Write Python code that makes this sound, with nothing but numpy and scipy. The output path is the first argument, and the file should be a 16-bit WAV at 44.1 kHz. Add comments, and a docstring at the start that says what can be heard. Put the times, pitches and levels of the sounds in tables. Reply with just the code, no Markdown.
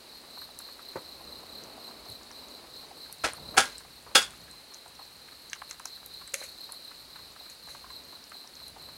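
"""Kittens lapping among crickets

Crickets chirp around a wooden deck by scraping one wing over the other. Two kittens lap from
a bowl: wet films tear and ring their mouths as smacks, and tiny bubbles tick. Close by come
a few soft bumps on the boards, three loud knocks that clatter and ring, and short scuffs.
Under it all lie a low outdoor rumble and murmur and a faint hiss."""
import sys
import numpy as np
from scipy import signal
from scipy.fft import rfft, irfft, next_fast_len
from scipy.io import wavfile
from scipy.ndimage import uniform_filter1d, map_coordinates

SR = 44100
rng = np.random.default_rng(int(sys.argv[2]) if len(sys.argv) > 2 else 0)


def store_wav(level_fs):
    """Save 16-bit WAV to argv[1]."""
    pcm = np.round(np.clip(np.atleast_2d(level_fs), -1, 1) * 32767)
    wavfile.write(sys.argv[1], SR, pcm.T.astype(np.int16))


N = 395577


def amp(db):
    """Turn decibels into a number to multiply a sound by."""
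    return 10 ** (np.asarray(db) / 20)


def unit(x):
    """Scale a signal so its average strength (rms) is 1."""
    return x / np.sqrt(np.mean(x ** 2) + 1e-20)


def curves(rows):
    """Join (time, values...) rows with straight lines: one curve for each value column."""
    times, *columns = np.transpose(rows)
    return [np.interp(np.arange(N) / SR, times, column) for column in columns]


def wobble(rate):
    """A smooth curve through `rate` random points a second."""
    points = rng.standard_normal(int(N * rate / SR) + 4)
    return map_coordinates(points, [np.arange(N) * rate / SR])


def flutter(size, smooth):
    """A fast random tremble: noise averaged over `smooth` samples."""
    return unit(uniform_filter1d(rng.standard_normal(size), size=smooth))


def add(track, s, sound):
    """Mix a sound into the track, starting at s seconds."""
    start = int(np.clip(round(s * SR), 0, N))
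    track[start:start + len(sound)] += sound[:N - start]


def noise(colour, size=N, tilt_db=0):
    """Noise shaped by (pitch [Hz], level [dB]) points, plus tilt_db for each octave up."""
    octave = np.log2(np.fft.rfftfreq(size, 1 / SR) + 1)
    hz, db = np.transpose(colour)
    gain = amp(np.interp(octave, np.log2(hz), db) + tilt_db * octave)
    return unit(irfft(rfft(rng.standard_normal(size)) * gain, size))


def swell(t, rise, t60):
    """A loudness shape: it climbs to 1 in `rise` seconds, then fades 60 dB every t60 seconds."""
    return np.minimum(t / rise, 1) ** 2 * amp(-60 * np.maximum(t - rise, 0) / t60)


def resonate(x, hz, q):
    """Make a sound ring at one pitch; a higher q rings longer."""
    return signal.lfilter(*signal.iirpeak(min(hz, SR / 3), max(q, 1), SR), x)


def echoes(x, echo_db, t60):
    """The sound plus its scattered reflections from deck and walls."""
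    t = np.arange(SR // 2) / SR
    tail = rng.standard_normal(len(t)) * swell(t, 0.0018, t60)
    return x + amp(echo_db) * signal.fftconvolve(x, tail / np.linalg.norm(tail))[:N]


def air():
    """A low rumble and a distant murmur rise and fall over an even hiss."""
    # how loud the background is: (time [s], rumble level [dB], murmur level [dB])
    levels = [(0.0, -73, -56.5), (0.72, -70.5, -58.5), (1.31, -63, -54), (1.78, -69, -51.5),
              (2.15, -69, -55.5), (2.9, -68.5, -54.5), (3.22, -66.5, -61), (3.49, -55, -50.5),
              (3.79, -67, -62), (4.04, -66, -60), (4.24, -60.5, -57), (4.64, -71, -60.5),
              (6.27, -68.5, -62), (6.52, -70, -59.5), (7.58, -68, -62), (7.91, -68, -59), (8.45, -70, -61),
              (8.9, -64, -58)]
    # the tone colour of each noise: (pitch [Hz], level [dB])
    rumble_colour = [(15, -16), (30, -15), (50, 2), (68, 2.5), (90, -3.5), (160, -2), (260, -11),
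                     (500, -41)]
    murmur_colour = [(100, -28), (240, 1.5), (300, 0), (400, 0.5), (600, -0.5), (850, -3), (1200, -5.5),
                     (1700, -16.5), (3000, -15), (6000, -77)]
    hiss_colour = [(300, -10), (1100, 2), (1700, 3), (3000, 1.5), (5500, -2.5), (7200, -4.5), (8600, -3),
                   (9100, -0.5), (9600, -3.5), (10500, -2.5), (12000, -8), (14000, -9.5), (16000, -14)]
    rumble_db, murmur_db = curves(levels)
    rumble = amp(rumble_db + 3.0 + 1.8 * wobble(6)) * noise(rumble_colour)
    murmur = amp(murmur_db - 0.3 + 0.68 * wobble(6.1)) * noise(murmur_colour)
    return rumble + murmur + amp(-57) * noise(hiss_colour)


def chirp(hz, overtone_db, stroke_gap=.03, stroke_s=.022, sag=.1):
    """A wing scrapes a row of tiny teeth four times; each stroke slows, so its pitch sags."""
    # the wing strokes in order: (relative strength)
    strokes = [0.55, 0.84, 0.94, 0.55]
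    t = np.arange(int(len(strokes) * stroke_gap * SR)) / SR
    which = np.minimum(t // stroke_gap, len(strokes) - 1).astype(int)
    progress = np.minimum(t % stroke_gap / stroke_s, 1)  # 0 to 1 through each stroke
    detune, force = rng.standard_normal((2, len(strokes)))[:, which]
    pitch = hz * (1 + 0.004 * detune) * (1 - sag * progress ** 2.596)
    phase = 2 * np.pi * np.cumsum(pitch) / SR
    overtones = amp(-3.5) * np.sin(2 * phase) + np.sin(3 * phase)
    tone = np.sin(phase) + amp(overtone_db) * overtones
    grip = 1 + 0.045 * flutter(SR // 4, smooth=30)[:len(t)]  # the teeth catch unevenly
    loudness = np.take(strokes, which) * amp(2.1 * force) * np.sin(np.pi * progress)
    return loudness * grip * tone


def far_crickets(near_song):
    """Five distant crickets, half lost in echo, sing hardest in step with the near ones."""
    # how loud the chorus is: (time [s], level [dB])
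    levels = [(0, -51), (1.4, -51.5), (2.6, -50), (3.7, -51.5), (3.87, -53.5), (4.6, -54.5), (5.3, -52.5),
              (6.4, -50.5), (8.97, -53)]
    # their song, blurred into noise by the garden: (pitch [Hz], level [dB])
    blur_colour = [(3000, -57), (3450, -17), (3800, -3.5), (4170, -3.5), (4500, -4), (4800, -7.5),
                   (5400, -17.5), (6500, -26)]
    song = np.zeros(N)
    for hz in np.linspace(4080, 4400, 5):
        gap = rng.uniform(.23, .3)
        for s in np.arange(rng.uniform(0, gap), N / SR, gap):
            add(song, s + rng.normal(0, .012), amp(rng.normal(0, 1)) * chirp(hz, overtone_db=-12.5))
    level_db, = curves(levels)
    near_loudness = unit(uniform_filter1d(np.abs(near_song), size=SR // 20))
    effort = 0.79 + 0.21 * near_loudness
    chorus = unit(echoes(song, echo_db=-5.5, t60=0.073)) + noise(blur_colour)
    return amp(level_db - 3) * effort * chorus


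def near_crickets():
    """Crickets close by chirp in steady runs that drift in and out of step."""
    # runs of chirps: (start [s], time between chirps [s], number of chirps, pitch [Hz], level [dB])
    runs = [(0.11, .272, 5, 4320, -48), (0.345, .234, 6, 4280, -41), (1.391, .21, 2, 4330, -49),
            (1.8, .252, 2, 4260, -40.5), (2.32, .16, 2, 4200, -47.5), (2.725, .24, 5, 4210, -42.5),
            (3.044, .283, 4, 4370, -49), (4.37, .304, 4, 4350, -52.5), (4.49, .229, 6, 4260, -46),
            (5.865, .236, 5, 4240, -41), (6.16, .26, 4, 4340, -47), (7.09, .268, 4, 4250, -42.5),
            (7.185, .283, 4, 4310, -47.5), (8.08, .255, 4, 4280, -45), (8.325, .232, 3, 4230, -43.5)]
    song = np.zeros(N)
    for start, gap, count, pitch_hz, level_db in runs:
        for k, (detune, force, haste) in enumerate(rng.standard_normal((int(round(count)), 3))):
            hz = pitch_hz + 24.84 * detune
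            db = level_db + 0.4 * force
            overtone_db = np.interp(hz, [4200, 4380], [-20, -13])  # higher chirps are also brighter
            stroke_gap = .03 * np.exp(-.06 * haste)
            sag = .14 + .006 * (db + 42)  # a harder stroke slides farther down in pitch
            add(song, start + k * gap, amp(db) * chirp(hz, overtone_db, stroke_gap, sag=sag))
    return echoes(song, echo_db=-0.7, t60=0.074)


def pop(hz, q, rise, t60):
    """A wet film tears with a crackle and makes a small hollow ring."""
    t = np.arange(SR // 10) / SR
    tearing = amp(5 * flutter(len(t), smooth=20))
    burst = rng.standard_normal(len(t)) * tearing * swell(t, rise, t60)
    ring = resonate(resonate(burst, hz, q), hz, q)
    return ring / np.abs(ring).max()


def lapping():
    """Smacks ring the kittens' mouths and tiny bubbles tick, over the faint beat of two tongues."""
    # the loudest tongue and lip smacks: (time [s], level [dB], mouth pitch [Hz], treble [dB])
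    loud_smacks = [(0.419, -35.5, 1300, -19), (0.601, -39, 1200, -14), (0.792, -40, 1220, -11),
                   (1.778, -35.5, 697, -7), (2.308, -38, 1160, -6), (2.913, -36, 770, -20),
                   (4.859, -37.5, 875, -22), (5.532, -17, 2350, -15), (5.619, -27.5, 1110, -33),
                   (5.711, -31.5, 1870, -6), (5.798, -32, 1210, 7), (5.856, -29.5, 1090, 14.5),
                   (6.342, -21.5, 2530, 15), (6.415, -32.5, 610, -3), (7.408, -42, 676, -8),
                   (7.749, -35.5, 1000, -19), (7.842, -36.5, 1050, -20), (8.319, -31, 1320, -2),
                   (8.763, -39, 815, -16)]
    # the sharpest wet ticks: (time [s], level [dB], pitch [Hz])
    sharp_ticks = [(0.5888, -25.5, 10370), (1.637, -37, 6000), (2.1003, -35.5, 10200), (2.3136, -36, 5660),
                   (3.1263, -27.5, 11060), (3.3337, -26.5, 9300), (3.7814, -27.5, 8200),
                   (4.306, -35.5, 8200), (4.744, -32, 6000), (5.498, -33, 6410), (5.5323, -24.5, 5460),
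                   (5.7104, -23.5, 6000), (5.8563, -24.5, 5800), (6.061, -31, 11500), (6.276, -32, 8500),
                   (6.3415, -21, 6350), (6.7216, -26, 10500), (7.4989, -36, 7050), (8.2395, -35, 5160),
                   (8.6814, -34, 10100)]
    lap_gap_s = .24
    smacks, ticks = np.zeros(N), np.zeros(N)
    for s, db, hz, treble_db in loud_smacks:
        slow = np.interp(db, [-42, -31], [2.4, 1])  # gentle smacks open more slowly and ring longer
        mouth = pop(hz, q=0.82 * slow, rise=0.0022 * slow, t60=0.024 * slow)
        click = amp(treble_db - 7.5) * pop(7600, q=.9, rise=0.0016, t60=0.005)
        add(smacks, s - .002 * slow, amp(db - 1.5) * (mouth + click))
    bubbles = []
    for offset in rng.random(size=2):  # each kitten laps at its own moment
        for beat in np.arange(offset * lap_gap_s, N / SR, lap_gap_s):
            force, brightness, delay, burst, smallness = rng.random(size=5)
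            s = beat + rng.normal(0, 0.037)
            lap = pop(800 + 1100 * brightness ** 2, q=1.33, rise=0.0062, t60=0.051)
            add(smacks, s, amp(-49.5 + 10.5 * force) * lap)
            bubble_db = -50 + 14 * burst ** 3  # a bubble follows each lap; most are faint
            bubble_hz = 5600 + 5700 * smallness
            bubbles.append((s + delay * lap_gap_s, bubble_db, bubble_hz))
    for s, db, hz in list(sharp_ticks) + bubbles:
        add(ticks, s - .001, amp(db) * pop(hz, q=3.9, rise=0.0016, t60=0.0043))  # a tiny ping
        add(ticks, s - .001, amp(db - 9.5) * pop(6400, q=.55, rise=0.0022, t60=.007))  # its fizz
        add(ticks, s + .016, amp(db - 17) * pop(hz, q=1.3, rise=0.0027, t60=0.034))  # the film lets go
    return echoes(smacks, echo_db=-12, t60=0.16) + echoes(ticks, echo_db=-10, t60=0.12)


def bumps():
    """Soft bumps make the wooden boards thud."""
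    # each bump: (time [s], level [dB], fade time [s], tilt toward treble [dB per octave])
    thuds = [(0.955, -33, 0.14, -0.5), (2.085, -51.5, 0.39, -8), (3.539, -43, 0.71, 2),
             (4.06, -48, 0.31, -0.5)]
    # the tone colour of the boards: (pitch [Hz], level [dB])
    board_colour = [(10, -70), (40, -20), (70, -6), (120, 1), (180, -5), (300, -2.5), (500, 8.5),
                    (720, -5.5), (980, 3.5), (1400, -4), (2200, -11.5), (4000, -29)]
    out, t = np.zeros(N), np.arange(SR // 2) / SR
    for s, db, t60, tilt_db in thuds:
        add(out, s, amp(db) * noise(board_colour, len(t), tilt_db) * swell(t, 0.0035, t60))
    return out


def knocks():
    """Each knock is a quick rattle of contacts; ringing tones come out of the clatter and fade."""
    # three knocks and a bounce: (time [s], level [dB], rise time [s], fade time [s],
    # clatter tilt [dB per octave], ring level [dB], ring tilt [dB per octave], treble cutoff [Hz])
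    hits = [(3.236, -20, 0.0075, 0.18, -1.5, -7.5, -41, 11900),
            (3.567, -11.5, 0.012, 0.19, 0.9, -4, -7.5, 11300),
            (4.149, -9.5, 0.0077, 0.16, 1.4, -9, 3.5, 13900),
            (4.224, -28.5, 0.0016, 0.05, 3, -12.5, 6.5, 6940)]
    # the tone colour of the clatter: (pitch [Hz], level [dB])
    clatter_colour = [(30, -22), (70, -5), (150, -17), (260, -8.5), (480, 2.5), (950, -0.5), (1500, 2.5),
                      (2200, 2), (3400, 0), (4050, -4), (5000, -2), (5800, -3), (8500, -7), (10800, -7),
                      (12200, -20.5), (15500, -16)]
    # the tones that ring in a knock: (pitch [Hz], level [dB], fade time [s])
    tones = [(244.6, -18, 0.21), (449.4, -9.5, 0.076), (526, -14, 0.072), (803, -5.5, 0.12),
             (1083, -13.5, 0.16), (1305, -3.5, 0.13), (1374, -11, 0.2), (1453, -5, 0.2), (1590, -4.5, 0.1),
             (1628, -5.5, 0.21), (2660, -9.5, 0.17), (2815, -7.5, 0.12), (3344, -5.5, 0.19),
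             (3410, -2.5, 0.16), (3451, -11, 0.2), (3700, -5.5, 0.13), (4290, -11, .14), (4720, -11, 0.16),
             (4990, -8, 0.11), (5199, -14, 0.085), (6818, -16, 0.12), (8100, -17, .12), (8650, -27, 0.16)]
    out, t = np.zeros(N), np.arange(SR // 2) / SR
    for s, db, rise, t60, tilt_db, ring_db, ring_tilt_db, cutoff_hz in hits:
        rattle = amp(2.25 * flutter(len(t), smooth=110))
        first_touch = amp(-8) * swell(t, 0.0015, 0.021)
        echo = amp(-29.5) * swell(t, rise, 0.82)
        loudness = first_touch + swell(t, rise, t60) + echo
        clatter = unit(noise(clatter_colour, len(t), tilt_db) * rattle) * loudness
        clatter = signal.sosfilt(signal.butter(2, cutoff_hz, fs=SR, output="sos"), clatter)
        ring = np.zeros(len(t))
        for hz, tone_db, tone_t60 in tones:
            jostle = .008 * np.cumsum(rng.standard_normal(len(t))) + rng.random()  # roughens the tone
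            hardness_db = ring_tilt_db * np.log2(max(hz / 1400, 1))  # a hard hit wakes the high tones
            gain = amp(tone_db + hardness_db + rng.normal(0, 1))
            ring += gain * swell(t, rise, tone_t60) * np.sin(2 * np.pi * (hz * t + jostle))
        add(out, s, amp(db) * (amp(-5) * clatter + amp(ring_db) * ring))
    return out


def scuffs():
    """Short scrapes, each a bright puff of noise."""
    # each scrape: (time [s], level [dB], rise time [s], fade time [s])
    scrapes = [(5.69, -48, 0.007, .12), (6.337, -31, 0.0015, 0.1), (6.355, -47, 0.029, 0.58),
               (6.42, -41.5, 0.02, 0.1), (7.496, -48.5, .003, 0.088), (7.661, -52, 0.035, 0.58)]
    # their tone colour: (pitch [Hz], level [dB])
    scrape_colour = [(300, -36), (560, 10), (800, -15), (2400, 1), (4500, -20), (6200, 2.5), (7500, -5),
                     (11000, -1.5), (14000, -25)]
    out, t = np.zeros(N), np.arange(SR // 2) / SR
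    for s, db, rise, t60 in scrapes:
        add(out, s, amp(db) * noise(scrape_colour, len(t)) * swell(t, rise, t60))
    return out


def scene():
    """All the sounds around the deck, mixed into one channel."""
    near = near_crickets()
    return (near + far_crickets(near) + knocks() + bumps() + scuffs() + lapping() + air())[None]


def record(dry):
    """Cut away the very highest treble."""
    top_hz = 15900
    size = next_fast_len(N + SR // 2)
    kept = np.fft.rfftfreq(size, 1 / SR) < top_hz
    return irfft(rfft(dry, size) * kept, size)[..., :N]


dry = scene()
out = record(dry)
store_wav(out)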